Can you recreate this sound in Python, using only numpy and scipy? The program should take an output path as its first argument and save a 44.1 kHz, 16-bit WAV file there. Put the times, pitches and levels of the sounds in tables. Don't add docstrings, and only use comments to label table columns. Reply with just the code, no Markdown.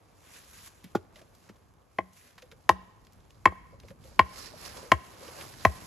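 import sys
import numpy as np
from scipy import signal
from scipy.fft import rfft, irfft, next_fast_len
from scipy.io import wavfile

SR = 44100
rng = np.random.default_rng(int(sys.argv[2]) if len(sys.argv) > 2 else 0)


def persist_wave(psi):
    counts = np.round(np.clip(psi, -1, 1) * 32767).astype(np.int16)
    wavfile.write(sys.argv[1], SR, np.atleast_2d(counts).T)


N = 258426

# time_s, leaves_db, dragging_db, rumble_db, leaves_pan_db
AMBIENCE = [(0, -72, -63.5, -63, -1.5), (.9, -64.5, -64.5, -61, -0.5), (1.1, -75, -63.5, -61.5, -3),
            (1.4, -66.5, -64.5, -61.5, -1), (1.75, -76, -66.5, -63.5, -3), (2.1, -68, -69, -67.5, -1),
            (2.5, -69.5, -65, -61, -2), (3.0, -71.5, -66, -58.5, -3.5), (3.5, -68.5, -65, -56.5, -2.5),
            (4.0, -74.5, -65, -53.5, -3.5), (4.55, -62.5, -55.5, -55.5, -6.5), (5.1, -63.5, -57.5, -60, -3),
            (5.5, -53.5, -60.5, -52.5, -4), (5.86, -65, -54.5, -51.5, -3.5)]


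def from_db(db):
    return 10 ** (np.asarray(db) / 20)


def rms_one(x):
    return x / np.sqrt(np.mean(x ** 2) + 1e-20)


def at_peak(x, db):
    return from_db(db) * x / np.abs(x).max()


def high_pass(x, hz):
    return signal.sosfilt(signal.butter(2, hz, "high", fs=SR, output="sos"), x)


def band_pass(x, low_hz, high_hz, order):
    edges = [low_hz, min(high_hz, .45 * SR)]
    return signal.sosfilt(signal.butter(order, edges, "band", fs=SR, output="sos"), x)


def in_time(rows):
    times, *columns = np.transpose(rows)
    return [np.interp(np.arange(N) / SR, times, c) for c in columns]


def at_hz(rows, hz):
    freqs, *columns = np.transpose(rows)
    return np.squeeze([np.interp(np.log(hz), np.log(freqs), c) for c in columns])


def add(out, start_s, sound, pan_db=0):
    at = round(start_s * SR)
    part = sound[:N - at]
    out[:, at:at + len(part)] += part * from_db([[pan_db / 2], [-pan_db / 2]])


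def drift(rate_hz):
    pole = np.exp(-80 * np.pi * rate_hz / SR)
    white = rng.standard_normal(N // 40 + 2002)
    slow = signal.lfilter([1], [1, -2 * pole, pole * pole], white)[2000:]
    return np.interp(np.arange(N) / 40, np.arange(len(slow)), rms_one(slow))


def bands(low_hz, high_hz, size):
    edges = low_hz * 2 ** np.arange(0, np.log2(high_hz / low_hz) + .5, .5)
    white = rng.standard_normal((2, 2, size))
    for k, (low, high) in enumerate(zip(edges, np.minimum(edges[1:], .45 * SR))):
        yield np.sqrt(low * high), *band_pass(white[k % 2], low, high, order=2)


def spread(mid, side, hz, pan_db=0):
    # frequency_hz, left_right_likeness, pan_factor
    image = [(60.4, 1, 0), (300, 0.51, 0.3), (1200, 0.19, 2), (2320, 0.77, 1.75), (3500, 0.39, 0.8846),
             (5475, 0.12, 5), (7270, 1, -1), (14000, 1, 0.03)]
    alike, pan_factor = at_hz(image, hz)
    pair = np.sqrt(1 + alike) * mid + np.sqrt(1 - alike) * side * [[1], [-1]]
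    return pair * from_db(np.outer([.5, -.5], pan_factor * pan_db))


def noise(spectrum, patchy_db, grain_db, pan_db=0):
    out, crackle = 0, drift(rate_hz=210)
    for hz, mid, side in bands(spectrum[0][0], spectrum[-1][0], size=N):
        level_db = at_hz(spectrum, hz) + patchy_db * drift(rate_hz=10.5) + grain_db * crackle
        out = out + from_db(level_db) * spread(mid, side, hz, pan_db)
    return rms_one(out)


def burst(hz, decay_s, rise_s, width=2.2):
    t = np.arange(SR // 10) / SR
    envelope = (1 - np.exp(-t / rise_s)) * np.exp(-t / decay_s)
    grit = band_pass(rng.standard_normal(len(t)) * envelope, hz / width, hz * width, order=1)
    return grit / np.sqrt(np.sum(grit ** 2) / (decay_s * SR))


def ring(force, hz, t60_s):
    pole, angle = from_db(-60 / (t60_s * SR)), 2 * np.pi * hz / SR
    return signal.lfilter([0, np.sin(angle)], [1, -2 * pole * np.cos(angle), pole * pole], force + 1e-18)


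def struck(modes, contact_s, jolts_db, scatter_db, detune):
    force = np.zeros(SR // 2)
    jolt_at = (np.linspace(0, contact_s, len(jolts_db)) * SR).astype(int)
    force[jolt_at] = from_db(jolts_db)
    force = signal.lfilter([.3], [1, -.7], force)
    body = 0
    for k, (hz, db, t60_s) in enumerate(modes):
        louder, higher = rng.standard_normal(2)
        mode = ring(force, hz * (1 + detune * higher), t60_s)
        body = body + (-1) ** k * from_db(db + scatter_db * louder) * mode
    return high_pass(body, 170)


def distant_rumble():
    # frequency_hz, relative_density_db
    spectrum = [(40, -10.5), (52, -0.5), (65, -4), (87, -3.5), (110, -6.5), (200, -16), (400, -25)]
    _, _, rumble_db, _ = in_time(AMBIENCE)
    return from_db(rumble_db) * noise(spectrum, patchy_db=1.5, grain_db=2.5)


def woodland_echo(x):
    # frequency_hz, near_db, near_t60_s, far_db, far_t60_s
    trunks = [(200, -50, .1, -61.5, 0.967), (505, -42, 0.15, -71, 1), (985, -54.5, 0.13, -63.5, 0.83),
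              (1460, -37.5, .1, -63.5, .84), (2010, -43.5, 0.094, -66, 0.95),
              (3200, -36.5, 0.085, -60, 0.8), (5000, -37.5, 0.082, -58.5, .45),
              (8000, -36.5, 0.1, -61, .35), (12100, -35.5, 0.077, -66.5, .3)]
    t, echo = np.arange(SR) / SR, 0
    for hz, mid, side in bands(165, 14000, size=SR):
        near_db, near_t60, far_db, far_t60 = at_hz(trunks, hz)
        near = from_db(near_db - 60 * t / near_t60) * (t > .006)
        far = from_db(far_db - 60 * t / far_t60) * np.minimum(t / 0.076, 1) ** 2
        echo = echo + (near + far) * spread(mid, side, hz=940)
    slap = from_db(-38) * ring(signal.unit_impulse(400), hz=1500, t60_s=0.002)
    add(echo, start_s=.018, sound=slap, pan_db=6.5)
    return signal.fftconvolve(high_pass(x, 180)[None], echo, axes=1)[:, :N]


def rustle():
    # frequency_hz, relative_density_db
    leaf_spectrum = [(1000, 3.5), (2000, 4.5), (3500, 2), (5200, 1.5), (7000, 2), (9200, 8), (11500, -21.5),
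                     (13500, -12), (15500, -20)]
    drag_spectrum = [(150, 1), (300, 1), (520, 2.5), (750, -0.5), (1050, 0.5), (1600, -10), (2600, -17.5),
                     (4000, -27)]
    # time_s, leaves_db, dragging_db, rise_s, fall_s (per 20 dB; a negative fall keeps growing)
    sweeps = [(0.365, -50.5, -63.5, 0.2237, 0.21), (0.581, -52, -74.5, 0.2928, 0.247),
              (0.675, -48.5, -69.5, 0.1242, 0.0213), (1.191, -60.5, -61.5, 0.1143, 0.0756),
              (1.48, -63.5, -68.5, 0.22, 0.01), (2.17, -58, -76, 0.0538, 0.27),
              (2.28, -59.5, -70.5, 0.135, .12), (3.901, -62, -62.5, 0.17, 0.04),
              (4.06, -60, -66.5, 0.1061, 0.5), (4.39, -46.5, -52, 0.1376, 0.19),
              (4.46, -50, -54.5, 0.08, 0.0747), (4.662, -44.5, -51.5, 0.13, 0.1759),
              (4.778, -50.5, -49.5, 0.1142, 0.27), (5.05, -57, -67, 0.06, 0.53),
              (5.25, -53.5, -50, 0.18, 0.2559), (5.419, -47.5, -50, 0.34, 0.18),
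              (5.61, -48.5, -55.5, 0.0436, 0.26), (5.759, -52.5, -57.5, 0.2965, -2.54)]
    leaf_db, drag_db, _, pan_db = in_time(AMBIENCE)
    t = np.arange(N) / SR
    powers = from_db([leaf_db, drag_db]) ** 2
    for time_s, *levels_db, rise_s, fall_s in sweeps:
        swell_db = -20 * np.maximum((time_s - t) / rise_s, (t - time_s) / fall_s)
        powers = powers + from_db(np.add.outer(levels_db, swell_db)) ** 2
    leaf_gain, drag_gain = np.sqrt(powers)
    leaves = leaf_gain * noise(leaf_spectrum, patchy_db=1.2, grain_db=1.5, pan_db=pan_db)
    dragging = drag_gain * noise(drag_spectrum, patchy_db=1.0, grain_db=2.0)
    return leaves + dragging


def twigs():
    # start_s, peak_db, centre_hz, decay_s
    snaps = [(0.840, -44.5, 2060, 0.0154), (1.1573, -43.5, 2380, 0.0088), (1.1917, -50.5, 2010, 0.0074),
             (1.2146, -50.5, 2440, 0.0089), (1.3493, -50.5, 6360, 0.0043), (1.4895, -47.5, 1910, 0.0097),
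             (1.558, -60, 4000, 0.0061), (2.1311, -51.5, 7170, 0.0063), (2.379, -42.5, 1530, 0.0102),
             (2.4209, -42, 2230, 0.0056), (2.5142, -42.5, 2380, 0.0053), (2.5204, -46, 1540, 0.0052),
             (3.0485, -51, 5350, 0.003), (3.0684, -47.5, 2690, 0.0018), (3.1224, -53.5, 5790, .002),
             (3.1318, -51, 7030, 0.00249), (3.2034, -56.5, 4000, .002), (3.3059, -45.5, 3220, 0.00136),
             (3.3454, -57, 4200, 0.00229), (3.8003, -43.5, 3500, 0.00174), (3.8327, -50.5, 2400, .004),
             (3.8836, -43, 2550, 0.0037), (3.904, -48, 1340, .008), (4.0392, -49, 3450, 0.00236),
             (4.6538, -36.5, 5170, .004), (4.7706, -37.5, 4500, 0.0031), (5.2794, -36.5, 1470, 0.0036),
             (5.4086, -34.5, 2080, 0.0047), (5.5374, -41, 1820, 0.0032)]
    out, ticks_per_s = np.zeros((2, N)), 5.6
    chance = rng.random((round(ticks_per_s * N / SR), 3))
    ticks = [(when * N / SR, -67 + 8 * size, 2500 * 3.0 ** pitch, .0012) for when, size, pitch in chance]
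    for start_s, peak_db, hz, decay_s in [*snaps, *ticks]:
        snap = burst(hz, decay_s, rise_s=.001, width=1.5)
        add(out, start_s, at_peak(snap, peak_db), pan_db=-2)
    return out


def hollow_knocks():
    # start_s, peak_db, pitch_hz
    knocks = [(0.84, -43, 188), (1.156, -51.5, 593.5), (1.211, -49, 596), (1.503, -50, 204),
              (2.425, -48, 506), (2.519, -51, 479.7), (3.725, -48.5, 556), (3.834, -46, 557.4),
              (3.904, -45, 558), (3.898, -42.5, 142.7), (4.045, -49.5, 520), (4.113, -53.5, 560),
              (4.531, -44.5, 597), (4.757, -44.5, 495), (4.826, -39.5, 503), (4.844, -44, 476),
              (5.215, -45.5, 541), (5.278, -42.5, 520.5), (5.367, -43.5, 549)]
    out = np.zeros((2, N))
    for start_s, peak_db, hz in knocks:
        contact = burst(hz, decay_s=0.0098, rise_s=0.004, width=1.8)
        add(out, start_s, at_peak(ring(contact, hz, t60_s=0.05), peak_db))
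    return out


def ground_wave(rise_s, start_hz, end_hz, fall_s, t60_s):
    t = np.arange(SR // 2) / SR
    turns = end_hz * t + (start_hz - end_hz) * fall_s * (1 - np.exp(-t / fall_s))
    swell = (1 - np.exp(-(t / rise_s) ** 2)) * from_db(-60 * t / t60_s)
    return swell / swell.max() * np.sin(2 * np.pi * turns)


def spade():
    # start_s, peak_db, grit_db, ground_db
    thuds = [(0.841, -50.5, -50.5, -68), (0.949, -10.5, -49, -39), (1.492, -38.5, -74, -60.5),
             (5.45, -70.5, -55, -53.5)]
    # pitch_hz, relative_db, t60_s
    blade_modes = [(205.2, 3.5, 0.0407), (340.3, 6, 0.0289), (416.3, 10.5, 0.0185), (569, -4, 0.0278),
                   (871, -7, 0.0393), (1083, -8, 0.033), (1417, -16, 0.03), (1876, -34, 0.036),
                   (2530, -37, 0.02)]
    out = np.zeros((2, N))
    wave = ground_wave(rise_s=0.021, start_hz=233.2, end_hz=78.5, fall_s=0.01755, t60_s=0.104)
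    for start_s, peak_db, grit_db, ground_db in thuds:
        blade = struck(blade_modes, contact_s=0.002873, jolts_db=[-10, -3, 0], scatter_db=3, detune=0.0296)
        soil = burst(hz=370, decay_s=0.0082, rise_s=0.00074)
        grit = burst(hz=7100, decay_s=0.00366, rise_s=0.0012)
        add(out, start_s, at_peak(blade, peak_db))
        add(out, start_s + 0.002023, from_db(peak_db - 24) * soil)
        add(out, start_s, from_db(grit_db) * grit)
        add(out, start_s, from_db(ground_db) * wave)
    return out


def post(ring_db, upper_db, middle_db, lower_db, crack_db):
    # pitch_hz, relative_db, t60_s
    lengthwise = [(1045, 0, .034), (1115, -12, .03)]
    upper = [(1329.3, -3, 0.02), (1681.8, 5, 0.0086), (1964.5, -4.5, 0.017), (2234.6, -4, 0.014),
             (2619, -4.5, 0.022), (3308, -11.5, 0.0087), (3697, -14.5, .01), (4500, -24, .01)]
    middle = [(654, -0.5, 0.022), (816, -5.5, 0.028)]
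    lower = [(307.2, -1, 0.029), (359.3, 1.5, 0.044), (516, -6.5, 0.078)]
    sound = np.zeros(SR // 2)
    crack = burst(hz=2400, decay_s=0.0025, rise_s=0.0023)
    sound[:len(crack)] = from_db(crack_db) * signal.lfilter([.6], [1, -.4], crack)
    pressing_db, biting_db = [-20.0, -9, -2.5, 0.96], [-31.5, 5.5, 3.5, -1.5]
    groups = ((lengthwise, ring_db, pressing_db, .005), (upper, upper_db, biting_db, .03),
              (middle, middle_db, pressing_db, .02), (lower, lower_db, pressing_db, .03))
    for modes, peak_db, jolts_db, detune in groups:
        group = struck(modes, contact_s=.0029, jolts_db=jolts_db, scatter_db=1.5, detune=detune)
        sound += at_peak(group, peak_db)
    return sound


def hatchet():
    # start_s, ring_db, upper_db, middle_db, lower_db, crack_db, sway_db, ground_db
    blows = [(1.985, -21, -21, -18, -27.5, -44.5, -41.5, -48),
             (2.6913, -6, -5.5, -7, -20.5, -19, -34, -33.5),
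             (3.455, -3.5, -5.5, -14.5, -19, -25.5, -38.5, -31),
             (4.1919, -3, -6.5, -11, -21.5, -23, -41.5, -29.5),
             (4.9168, -6, -4.5, -11.5, -20.5, -19.5, -45.5, -26.5),
             (5.6496, -7.5, -7, -8.5, -22.5, -22, -37, -22.5)]
    # start_s, ring_db, upper_db, middle_db, lower_db, crack_db
    bounces = [(3.4709, -45, -23, -29.5, -30, -66), (3.519, -35.5, -47.5, -39.5, -44, -63)]
    out, t = np.zeros((2, N)), np.arange(SR // 2) / SR
    sway_hz, sway_rise_s, sway_t60_s = 186, 0.051, 0.33
    sway_envelope = np.minimum(t / sway_rise_s, 1) * from_db(-60 * t / sway_t60_s)
    sway = sway_envelope * np.sin(2 * np.pi * sway_hz * t)
    wave = ground_wave(rise_s=.027, start_hz=290, end_hz=67, fall_s=.012, t60_s=0.11)
    for start_s, *wood_db, sway_db, ground_db in blows:
        add(out, start_s, post(*wood_db) + from_db(sway_db) * sway, pan_db=1.9)
        add(out, start_s, from_db(ground_db) * wave, pan_db=2.5)
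    for start_s, *wood_db in bounces:
        add(out, start_s, post(*wood_db))
    return out


def scene():
    rumble = distant_rumble()
    hits = hatchet() + spade() + twigs() + hollow_knocks()
    return hits + woodland_echo(hits.mean(axis=0)) + rustle() + rumble


def record(dry):
    # frequency_hz, left_lead_rad
    port_phase = [(100, .8), (400, .6), (1000, .35), (2400, 0.), (5500, -.5), (6600, 0.), (7600, 1.7),
                  (8500, 3.0), (9700, 3.3), (10700, 4.8), (11700, 6.2), (13000, 6.4), (14500, 9.3),
                  (16000, 9.5)]
    size, cutoff_hz = next_fast_len(N + 4096), 16300
    hz = np.maximum(np.arange(size // 2 + 1) * SR / size, 1)
    phase_slip = np.exp(.5j * np.outer([1, -1], at_hz(port_phase, hz)))
    low_cut = high_pass(high_pass(dry, 36), 36)
    ports = irfft(rfft(low_cut, size) * phase_slip, size)[:, :N]
    rounded = 1.5 * np.tanh(ports / 1.5)
    return signal.sosfilt(signal.cheby2(12, 70, cutoff_hz, fs=SR, output="sos"), rounded)


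dry = scene()
out = record(dry)
persist_wave(out)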